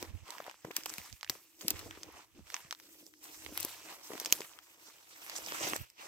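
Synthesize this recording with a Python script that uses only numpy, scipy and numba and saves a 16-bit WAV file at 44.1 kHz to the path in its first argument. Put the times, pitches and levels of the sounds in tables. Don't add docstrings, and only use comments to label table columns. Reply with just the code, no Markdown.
import sys
import numpy as np
from scipy import signal
from scipy.fft import rfft, irfft
from scipy.io import wavfile
from scipy.ndimage import uniform_filter1d, map_coordinates
from numba import njit

SR = 44100
rng = np.random.default_rng(int(sys.argv[2]) if len(sys.argv) > 2 else 0)


def to_linear_factor(level_db):
    exponent = np.asarray(level_db, float) / 20
    return 10 ** exponent


def materialize(psi):
    bounded = np.clip(np.atleast_2d(psi).T, -1, 1)
    quanta = np.round(bounded * 32767).astype(np.int16)
    wavfile.write(sys.argv[1], SR, quanta)


N = 267819

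LEAF_HZ = [900, 2500, 6000, 12500]
LEAF_DB = [-4, 1.8, -2.5, 0.4]
LEAF_STEEP = [1.2518, 1.05, 1.0493, 0.95]
# start_s, level_db, fall_s (per 20 dB), tilt_db_per_octave (towards thin leaves)
TREADS = [(0.28, -55.5, .33, -.6), (0.665, -65, 0.2817, -.6), (0.771, -54.5, 0.1265, 2),
          (0.886, -57.5, 0.3077, 1.5), (1.317, -58.5, 0.1645, 1.5), (1.619, -57.5, 0.0833, 2.5),
          (1.7, -54.5, 0.4122, 0.5), (2.367, -72, .1, -1.5), (2.472, -64, 0.2404, 1.5),
          (2.93, -69, .06, 4.5), (2.997, -68, .08, 4), (3.075, -68, .05, 4.5), (3.24, -58.5, .8, 2),
          (4.045, -58, .2, 2.5), (4.115, -59, 0.2981, -3.5), (4.328, -55, .2, 2.5), (5.375, -54, .07, 2)]
# loudest_s, level_db, rise_s, fall_s (both per 20 dB), tilt_db_per_octave
SWEEPS = [(0.02, -57.5, 0.16, .17, -.6), (0.49, -64, .5, .055, -2.5), (1.47, -75, .3, .4, 5),
          (1.056, -59.5, .5, 0.1406, 1.5), (2.2, -63, .45, .09, -1.5), (2.546, -59, 0.1258, 0.2373, 0),
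          (2.84, -72, .45, 1.2, 4.5), (3.628, -52.5, 0.2238, 0.3812, 1.5), (3.89, -57, 0.1793, .3, -1.5),
          (3.95, -62, .4, .04, 2.5), (4.262, -54.5, 0.2495, 0.0826, 2), (4.44, -61, 0.7846, .33, .6),
          (4.885, -64, .45, .14, 1.5), (5.19, -63, .13, .45, -.9), (5.32, -60, .15, .3, -2.5),
          (5.54, -49, .2, .25, .8), (5.675, -45.5, .3, .16, -1.2), (5.775, -51, 0.9784, .075, .4),
          (6.01, -58, .08, .9, -1.1)]
# (both per 20 dB, sign ignored)
WEIGHT = [(0.65, -52, .008, .15), (0.944, -58, 0.2591, -0.0222), (1.31, -61, .03, .2),
          (1.69, -49, .12, .18), (1.83, -53, .08, .3), (2.07, -57, .15, .2), (4.85, -70, .5, .2),
          (2.82, -64, .25, 1.5), (3.063, -62, .4, .17), (3.265, -61, .02, .25),
          (3.522, -53, 0.1352, 0.1925), (4.105, -54, .02, .3), (4.414, -56.5, 0.5132, -0.0572),
          (5.735, -48, 0.3291, 0.0578), (.03, -50, .03, .08), (1.49, -71, .1, .1), (3.9, -60, .15, .1),
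          (5.38, -62, .2, .3), (6.07, -60, .1, .1)]
# pitch_hz, width_hz, share (0 to 1)
BED_MODES = [(318, 50, 1), (480, 300, .6), (170, 150, .27)]
# loudest_s, level_db, swell_s (rise and fall per 20 dB)
PUFFS = [(0.03, -60.5, 0.1261), (0.104, -45.5, 0.0302), (0.15, -40.5, 0.0315), (0.229, -53, 0.0385),
         (0.66, -68, 0.0274), (0.864, -73, 0.1265), (1.01, -63, .04), (1.131, -46, .018),
         (1.744, -49.5, 0.0737), (1.864, -56, 0.1192), (1.96, -68.5, 0.2106), (2.147, -67.5, 0.0504),
         (1.3, -70, .1), (2.41, -61, .12), (2.685, -75, 0.0287), (3.48, -61, 0.1074), (3.62, -65.5, 0.2794),
         (5.45, -71, .3), (5.7, -64, .15), (5.813, -43, 0.0283), (2.08, -64, .03), (2.65, -70, .03),
         (3.4, -68, .05), (4.52, -77, .05)]
# start_s, peak_db, colour_hz, left_minus_right_db
FLICKS = [(.0144, -38, 14300, 2), (1.0156, -45, 2330, -5), (1.0984, -46, 7920, 1), (1.264, -46, 1500, 0),
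          (1.2755, -42, 2370, -2), (1.288, -46, 2500, 0), (1.6207, -42, 12800, 3), (1.6636, -44, 2830, -1),
          (1.669, -42, 13000, 3), (1.6776, -38, 15000, 1), (1.812, -44, 1500, 0), (1.9729, -46, 1500, 0),
          (2.1226, -44, 11000, 5), (2.7891, -44, 12000, 4), (2.866, -52, 13000, 2), (2.8908, -51, 12900, 3),
          (3.5404, -43, 12400, 5), (3.5538, -43, 2030, 0), (3.8856, -41, 2130, -2), (4.117, -40, 1100, 0),
          (4.205, -40, 5000, 2), (4.316, -36, 14000, 2), (4.3854, -40, 13000, 1), (4.4468, -44, 1160, 0),
          (4.5341, -47, 3120, -2), (5.3742, -36, 7950, -5), (5.383, -34, 8000, -5), (5.677, -31, 6000, -4),
          (5.698, -30, 7900, -6), (5.702, -34, 5000, -5), (5.7598, -31, 1500, 0), (5.7603, -34, 9000, 2),
          (.8944, -34, 6800, 0)]
# start_s, peak_db, colour_hz, left_minus_right_db, time_to_peak_s
RIPS = [(.7632, -24, 6000, 0, .0014), (.7638, -25, 12500, 8, .0012), (.7655, -32, 2000, 0, .0015),
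        (3.228, -44, 13500, 3, .012), (4.03, -48, 5500, 0, .006), (4.068, -44, 6500, 0, .005),
        (4.211, -40, 6000, 2, .003), (4.2587, -31, 5000, 2, .003), (5.297, -40, 12000, -2, .002),
        (5.361, -34, 5500, -5, .002), (5.44, -42, 5000, -3, .006), (5.741, -35, 7500, -4, .005),
        (5.681, -29, 15000, -8, .006)]
# start_s, peak_db, colour_hz, crack_db, left_minus_right_db
TWIGS = [(0.0272, -30.5, 3166, -5, 8), (0.3055, -31, 5519, -29.5, -19.5), (0.7659, -19, 4893, -1.1, 8),
         (0.859, -26.5, 6136, -4, 0.286), (0.8629, -28.5, 2212, -1.5, 2.5),
         (1.2305, -27, 2306, -25, 0.2911), (1.2975, -15, 4525, -6, 3), (1.3014, -29, 5497, -0.443, 0.2832),
         (1.6822, -17.5, 3200, 4, 9), (1.7048, -20.5, 4971, 5.5, 4), (1.7078, -22, 5520, -17, -5),
         (2.5432, -21.5, 2661, -26, -0.84), (2.71, -24, 3100, -17, 1), (2.7262, -25.5, 2900, -16, -3.5),
         (3.576, -24, 2572, 5, 10), (3.6019, -25.5, 5650, -0.9086, 8), (3.6063, -35, 4940, 11, 9),
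         (3.6495, -23, 5840, 4.5, 5.5), (4.2, -25.5, 5237, -3.5, 6), (4.2486, -27.5, 4593, -8, 1.7631),
         (4.2593, -21, 4231, -7.5, 3), (4.3251, -6, 4730, -0.2984, 0.49), (5.7344, -21, 1519, -27, -16),
         (5.7636, -23, 4828, -6.5, 5)]
# start_s, peak_db, colour_hz, left_minus_right_db
STALKS = [(0.383, -41, 1478, -11.5), (0.4038, -34, 927.5, 3), (0.4425, -41, 3082, -4.5),
          (0.4765, -43.5, 1138, 7.5), (0.497, -38.5, 962.6, -2.5), (0.543, -47.5, 1158, -1.8969),
          (0.6466, -42.5, 1021, 2), (0.7104, -36.5, 909.6, 7.5), (0.8356, -34.5, 5833, -0.5),
          (0.8954, -33.5, 6810, -4), (0.901, -29.5, 5850, 0.5), (1.1276, -38.5, 5367, -12),
          (1.2109, -39, 3006, -5.5), (1.2461, -33, 2459, -0.1677), (1.3527, -46.5, 929, 8.5),
          (1.6107, -37.5, 4610, -6.5), (1.6147, -35, 4910, 9.5), (1.91, -34.5, 1637, 2),
          (2.033, -31.5, 4062, 5), (2.523, -43.5, 2660, 2), (2.5658, -31.5, 2279, 0),
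          (2.7495, -43, 2760, -5), (3.1385, -49, 2272, 10), (3.463, -35.5, 1804, -15.5),
          (4.301, -39.5, 2856, -8.5), (4.4066, -31.5, 3700, 6.5), (4.4181, -31.5, 2637, 3.5),
          (4.5891, -40, 3133, 8.5), (5.463, -32, 5678, -3), (5.5218, -29, 1787, 0.7655)]
# start_s, peak_db, colour_hz, left_minus_right_db
SPLINTERS = [(0.424, -44, 900, 1.1), (0.4655, -39, 1018, -2.8872), (0.5125, -41, 1300, 3),
             (0.714, -41, 1720, -7), (0.6504, -43, 829, -12.5), (0.939, -30.5, 4128, 9.5),
             (0.9827, -28.5, 2711, 3.5), (1.7926, -35, 4337, 8.5), (2.5022, -35.5, 2560, -3.1826),
             (2.7999, -42.5, 2884, 3.5), (3.066, -42, 5590, -6.5), (3.2413, -36.5, 6054, 5.5),
             (3.449, -35, 4505, 2), (3.6298, -27.5, 6000, 12), (4.1346, -37, 1930, 0.2024),
             (4.1538, -39, 1330, -1.3616), (4.1785, -36.5, 2000, 0.1417), (4.307, -37.5, 2850, 11.5),
             (4.4946, -50, 3230, -9), (5.2648, -38, 2441, -5.5), (5.2975, -31, 3731, -4),
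             (5.9011, -44, 5400, 3)]
# start_s, peak_db, pitch_hz
THUDS = [(0.029, -38, 313.4), (0.403, -36, 593.1), (0.482, -35, 633.4), (0.65, -34, 477.8),
         (0.708, -39, 401.4), (0.861, -38, 649.7), (1.301, -39, 355.2), (1.649, -41, 199.3),
         (1.683, -40, 305.2), (1.713, -40.5, 315.1), (1.976, -45, 366.3), (2.394, -47.5, 194.5),
         (3.465, -41, 354), (3.525, -42, 290.2), (3.649, -34.5, 322), (4.106, -35.5, 419.8),
         (4.136, -40, 320), (4.155, -40.5, 316.6), (4.217, -40, 398.6), (4.271, -42.5, 498.8),
         (4.326, -34.5, 358.7), (4.406, -35, 421.3), (5.39, -39.5, 589.7), (5.524, -36.5, 532),
         (5.616, -44, 328.1), (5.667, -38, 445.6), (5.677, -36, 411.5), (5.697, -41.5, 369.5),
         (5.735, -34, 322), (5.761, -34.5, 505.8)]
# start_s, peak_db, pitch_hz
HEELS = [
    (.648, -45, 140),
    (.785, -46, 300),
    (.985, -48, 190),
    (1.3, -50, 130),
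    (2.65, -56, 140),
    (1.655, -44, 420),
    (4.118, -41, 480),
]
# start_s, length_s, pitch_hz, level_db
SCUFFS = [
    (0.26, 0.1338, 1022, -63.5),
    (2.075, .14, 1000, -69),
    (2.347, 0.07171, 295, -65),
    (5.353, 0.03432, 7178, -48.5),
    (5.596, .095, 6137, -52),
    (5.683, 0.01863, 14480, -50),
    (5.785, .05, 13500, -59),
]
# time_s, left_lag_samples
FEET = [(0, 3), (.45, 2), (.7, -4), (1.2, 1), (1.7, -4), (2.1, 3), (2.75, 2), (3.28, 13), (3.55, -2),
        (4.05, 5), (4.3, 1), (4.85, -11), (5.05, 13), (5.3, 8), (5.5, 11), (5.73, 16), (6.07, 19)]
# pitch_hz, level_db
LEFT = [(60, 8.5), (650, 5.5), (1000, 8), (1500, 2.5), (2300, 3), (4200, 1.5), (6200, 3.5), (8000, 6.5),
        (9300, -2), (10300, 1.5), (12800, 4), (14800, 4.5), (16000, 0)]
# pitch_hz, level_db
RIGHT = [(60, 7), (650, 4.5), (1000, 7), (1500, 3), (2300, 5.5), (3900, 3.5), (5500, 9.5), (6200, 11),
         (6700, 6), (8500, 6.5), (9900, -3), (12500, 2), (15000, 6), (16000, -20.5)]

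TREAD_RISE_S, FLICK_S = .05, .0008
STILL_DB, STILL_TILT = -81, 2.5
BED_HZ, BED_SHARE_DB, BED_OCTAVES, BED_REST_DB = 322, -6, -1.5, -84
THUMP_DB, THUMP_GROWTH = -57, 1.2
CALM_DB = -87
STALK_CRACK_DB, SPLINTER_CRACK_DB = -20, -4.5
WOOD_LEAN = .25
TOP_HZ = 16500
LAG_TOP_HZ = 6800


def ring(hz, width_hz, size):
    f = np.fft.rfftfreq(size, 1 / SR) + 1e-3
    return 1 / (1 + 1j * (f / hz - hz / f) * hz / width_hz)


def through(x, response):
    return irfft(rfft(x) * response, x.shape[-1])


def unit(x):
    return x / np.sqrt(np.mean(x ** 2))


def peak_one(x):
    return x / np.abs(x).max(axis=1, keepdims=True)


def walk(rate):
    hold = int(SR / rate)
    steps = np.repeat(rng.standard_normal(N // hold + 1), hold)
    return 1.3 * uniform_filter1d(uniform_filter1d(steps, hold), hold)[:N]


def late(x, lag):
    return map_coordinates(x, [np.arange(N) - lag], order=3, mode="nearest")


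def place(s, sounds):
    out = np.zeros(N + sounds.shape[1])
    for start, one in zip((s[:, 0] * SR).astype(int), sounds):
        out[start:start + len(one)] += one
    return out[:N]


def swells(t, s, db, rise, fall, rest_db):
    tick = np.arange(0, N / SR + .002, .001)[:, None]
    gone = np.where(tick < s, (s - tick) / np.abs(rise), (tick - s) / np.abs(fall))
    power = np.sum(to_linear_factor(db - 20 * gone) ** 2, axis=1) + to_linear_factor(rest_db) ** 2
    return np.interp(t, tick[:, 0], np.sqrt(power))


def pressure(t, octaves, steep, rest_db):
    treads = [(s, db, TREAD_RISE_S, fall, tilt) for s, db, fall, tilt in TREADS]
    s, db, rise, fall, tilt = np.transpose(treads + SWEEPS)
    return swells(t, s, db + tilt * octaves, rise / steep, fall / steep, rest_db)


def crackle(count):
    when, chance = rng.random((count, 2)).T
    ticks = np.zeros(N)
    ticks[(when * N).astype(int)] = to_linear_factor(-4.0 * np.log(1 - .99 * chance))
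    dying = signal.lfilter([1], [1, -np.exp(-1 / (0.003365 * SR))], ticks)
    return unit(.5 + unit(dying))


@njit
def add(out, start, hz, cycles, size):
    for k in range(len(hz)):
        turn = np.exp((2j * np.pi - 1 / cycles[k]) * hz[k] / SR)
        z = size[k] + 0j
        for i in range(start[k], min(start[k] + int(6 * cycles[k] * SR / hz[k]), len(out))):
            out[i] += z.imag
            z *= turn


def swarm(hz, count):
    when, spread, shape, chance = rng.random((count, 4)).T
    out = np.zeros(N)
    size = to_linear_factor(-3.2 * np.log(1 - .995 * chance)) * np.sign(shape - .5)
    grain_hz = np.minimum(hz * 2 ** (0.6159 * (spread - .5)), .44 * SR)
    add(out, (when * N).astype(np.int64), grain_hz, 1.79 + 0.548 * shape, size)
    return unit(out)


def leaves(t, lag):
    out, stir, breaks = np.zeros((2, N)), walk(40), crackle(count=1500)
    for hz in 690 * 2 ** np.arange(0, 4.6, .5):
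        thickness = np.interp(np.log(hz), np.log(LEAF_HZ), np.arange(4))
        share_db = np.interp(thickness, np.arange(4), LEAF_DB)
        steep = np.interp(thickness, np.arange(4), LEAF_STEEP)
        octaves = np.log2(hz / 3400)
        level = pressure(t, octaves, steep, STILL_DB + STILL_TILT * octaves)
        gate = breaks ** (2600 / (hz + 1500))
        band = ring(hz, 0.6787 * hz, N) ** 2
        grains = swarm(hz, count=int(4 * hz ** .9))
        near = unit(through(0.95 * grains + 0.55 * gate * rng.standard_normal(N), band))
        far = unit(through(gate * rng.standard_normal((2, N)), band))
        both = np.array([late(near, lag * (hz < LAG_TOP_HZ)), near])
        patchy_db = 2.6 * walk(35)
        out += level * to_linear_factor(share_db - 10.0 + 0.9 * stir + patchy_db) * (both + 1.2419 * far)
    return signal.sosfilt(signal.ellip(10, .2, 60, 15800, fs=SR, output="sos"), out)


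def bed(t):
    noise = rng.standard_normal((3, N))
    push = noise[0] + 0.45 * noise[1:]
    main, *broad = (share * np.abs(ring(hz, width_hz, N)) ** 2 for hz, width_hz, share in BED_MODES)
    wavering_hz = BED_HZ * 2 ** (0.088 * walk(16))
    hum = np.cos(2 * np.pi * np.cumsum(wavering_hz) / SR) * to_linear_factor(3.644 * walk(30))
    weight = swells(t, *np.transpose(WEIGHT), BED_REST_DB)
    rub = to_linear_factor(BED_SHARE_DB) * pressure(t, BED_OCTAVES, steep=1.1424, rest_db=-85)
    thump = weight * np.minimum(weight / to_linear_factor(THUMP_DB), 1) ** THUMP_GROWTH
    note = unit(through(push, main))
    haze = unit(through(crackle(count=600) * push, sum(broad)))
    humming = (0.65 * note + 0.2 * hum) * np.hypot(weight, .45 * rub)
    return (humming + 0.8 * haze * np.hypot(thump, rub)) * to_linear_factor(-6.5)


def puffs(t):
    swing = np.cos(2 * np.pi * np.cumsum(84 * 2 ** (.2 * walk(12))) / SR)
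    rumble = unit(through(rng.standard_normal((2, N)), ring(70, 95, N) ** 2 * ring(200, 3000, N) ** 2))
    right = 0.9 * swing + .65 * rumble[1]
    left = .18 * rumble[0]
    s, db, width = np.transpose(PUFFS)
    return np.array([left, right]) * swells(t, s, db, width, width, CALM_DB)


def rips(lag, size=4096):
    rows = RIPS + [(*row, FLICK_S) for row in FLICKS]
    s, db, hz, pan_db, peak_s = np.array(rows).T[:, :, None]
    age = np.arange(size) / SR / peak_s
    grit = rng.standard_normal((len(s), 3, size))
    ports = []
    for sign in (1, -1):
        burst = (grit[:, 0] + .8 * grit[:, sign]) * age * np.exp(-age)
        burst = peak_one(through(burst, ring(hz, .6 * hz, size) ** 2))
        ports.append(place(s, to_linear_factor(db - 4.0 + sign * pan_db / 2) * burst))
    left, right = ports
    top_cut = signal.ellip(10, .2, 60, 15900, fs=SR, output="sos")
    return signal.sosfilt(top_cut, [late(left, lag), right])


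def snaps(lag, size=4096):
    stalks = [(*row[:3], STALK_CRACK_DB, row[3]) for row in STALKS]
    splinters = [(*row[:3], SPLINTER_CRACK_DB, row[3]) for row in SPLINTERS]
    s, db, hz, crack_db, pan_db = np.array(TWIGS + stalks + splinters).T[:, :, None]
    age = np.arange(size) / SR
    chance = rng.standard_normal((len(s), 3, size))
    detour_s = 0.00022958 + 0.00037806 * rng.random((len(s), 3))
    thin = (1 - ring(40, 355.2, size)) ** 2
    stalk = ring(hz, 1.307 * hz, size) * ring(hz / 2, 2 * hz, size) + 0.37 * ring(1300, 1002, size)
    lean = np.where(np.arange(len(s))[:, None] < len(TWIGS), WOOD_LEAN, 1)
    scatter = 0.09308 * np.exp(-age / 0.0041694) + 0.00789 * np.exp(-age / 0.0217)
    scatter = scatter * np.minimum(age / 0.0001, 1)
    out = []
    for side, sign in enumerate((1, -1)):
        own = chance[:, side + 1]
        fibres = (chance[:, 0] + 0.6246 * own) * age / 0.0002279 * np.exp(-age / 0.00025964)
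        fibres[:, 12] += 1.1
        delay_s = detour_s[:, :1] + 0.2074 * detour_s[:, side + 1, None]
        bounce = np.exp(-2j * np.pi * np.fft.rfftfreq(size, 1 / SR) * delay_s)
        blow = through(fibres, 1 + 0.33 * bounce) + own * scatter
        wood = peak_one(through(blow, thin * stalk))
        crack = peak_one(through(blow, ring(11639, 5267, size) ** 2))
        wood = place(s - .0004, to_linear_factor(db - 0.5 + sign * lean * pan_db / 2) * wood)
        crack = place(s - .0004, to_linear_factor(db + crack_db - 0.5 + sign * pan_db / 2) * crack)
        out.append((wood if side else late(wood, lag)) + crack)
    return np.array(out)


def thuds(table, size=2048):
    s, db, hz = np.array(table).T[:, :, None]
    age = np.arange(size) / SR
    push = (1 + 2.2986 * rng.standard_normal((len(s), size))) * np.exp(-age / 0.000088)
    body = ring(hz, 0.35783 * hz, size) * ring(hz, 3.707 * hz, size)
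    knock = through(push, body + 0.1035 * ring(BED_HZ, 79.2, size) ** 2)
    return place(s - .0012, to_linear_factor(db - 4.5) * peak_one(knock)) * to_linear_factor(np.array([[.8], [-.8]]))


def scuffs(t):
    out, grit = np.zeros((2, N)), crackle(count=2500)
    for s, length, hz, db in SCUFFS:
        drag = np.clip((t - s) / 0.004026, 0, 1) * np.clip((s + length - t) / 0.01368, 0, 1)
        rub = rng.standard_normal(N) + .5 * rng.standard_normal((2, N))
        out += to_linear_factor(db) * drag * unit(through(grit * rub, ring(hz, 0.4103 * hz, N) ** 2))
    return out


def scene():
    t = np.arange(N) / SR
    lag = np.interp(t, *np.transpose(FEET))
    litter = leaves(t, lag) + bed(t) + rips(lag) + scuffs(t)
    breaks = snaps(lag) + thuds(THUDS) + thuds(HEELS)
    return litter + puffs(t) + breaks


def port(table):
    hz, db = np.transpose(table)
    bins = np.log(np.fft.rfftfreq(1024, 1 / SR) + 1)
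    c = irfft(np.log(to_linear_factor(np.interp(bins, np.log(hz), db))))
    c[1:512] = 2 * c[1:512]
    c[513:] = 0
    return irfft(np.exp(rfft(c)))[:512]


def band_limit(x):
    return signal.sosfilt(signal.butter(12, 16980, fs=SR, output="sos"), x)


def record(dry):
    left, right = (signal.lfilter(port(colour), 1, x) for colour, x in zip((LEFT, RIGHT), dry))
    narrow = 1 - .3 * (np.fft.rfftfreq(N, 1 / SR) > LAG_TOP_HZ)
    side = through((left - right) / 2, narrow)
    heard = (left + right) / 2 + np.array([side, -side])
    heard = np.tanh(heard)
    heard = signal.sosfilt(signal.ellip(8, .2, 80, TOP_HZ, fs=SR, output="sos"), heard)
    return band_limit(heard)


dry = scene()
out = record(dry)
materialize(out)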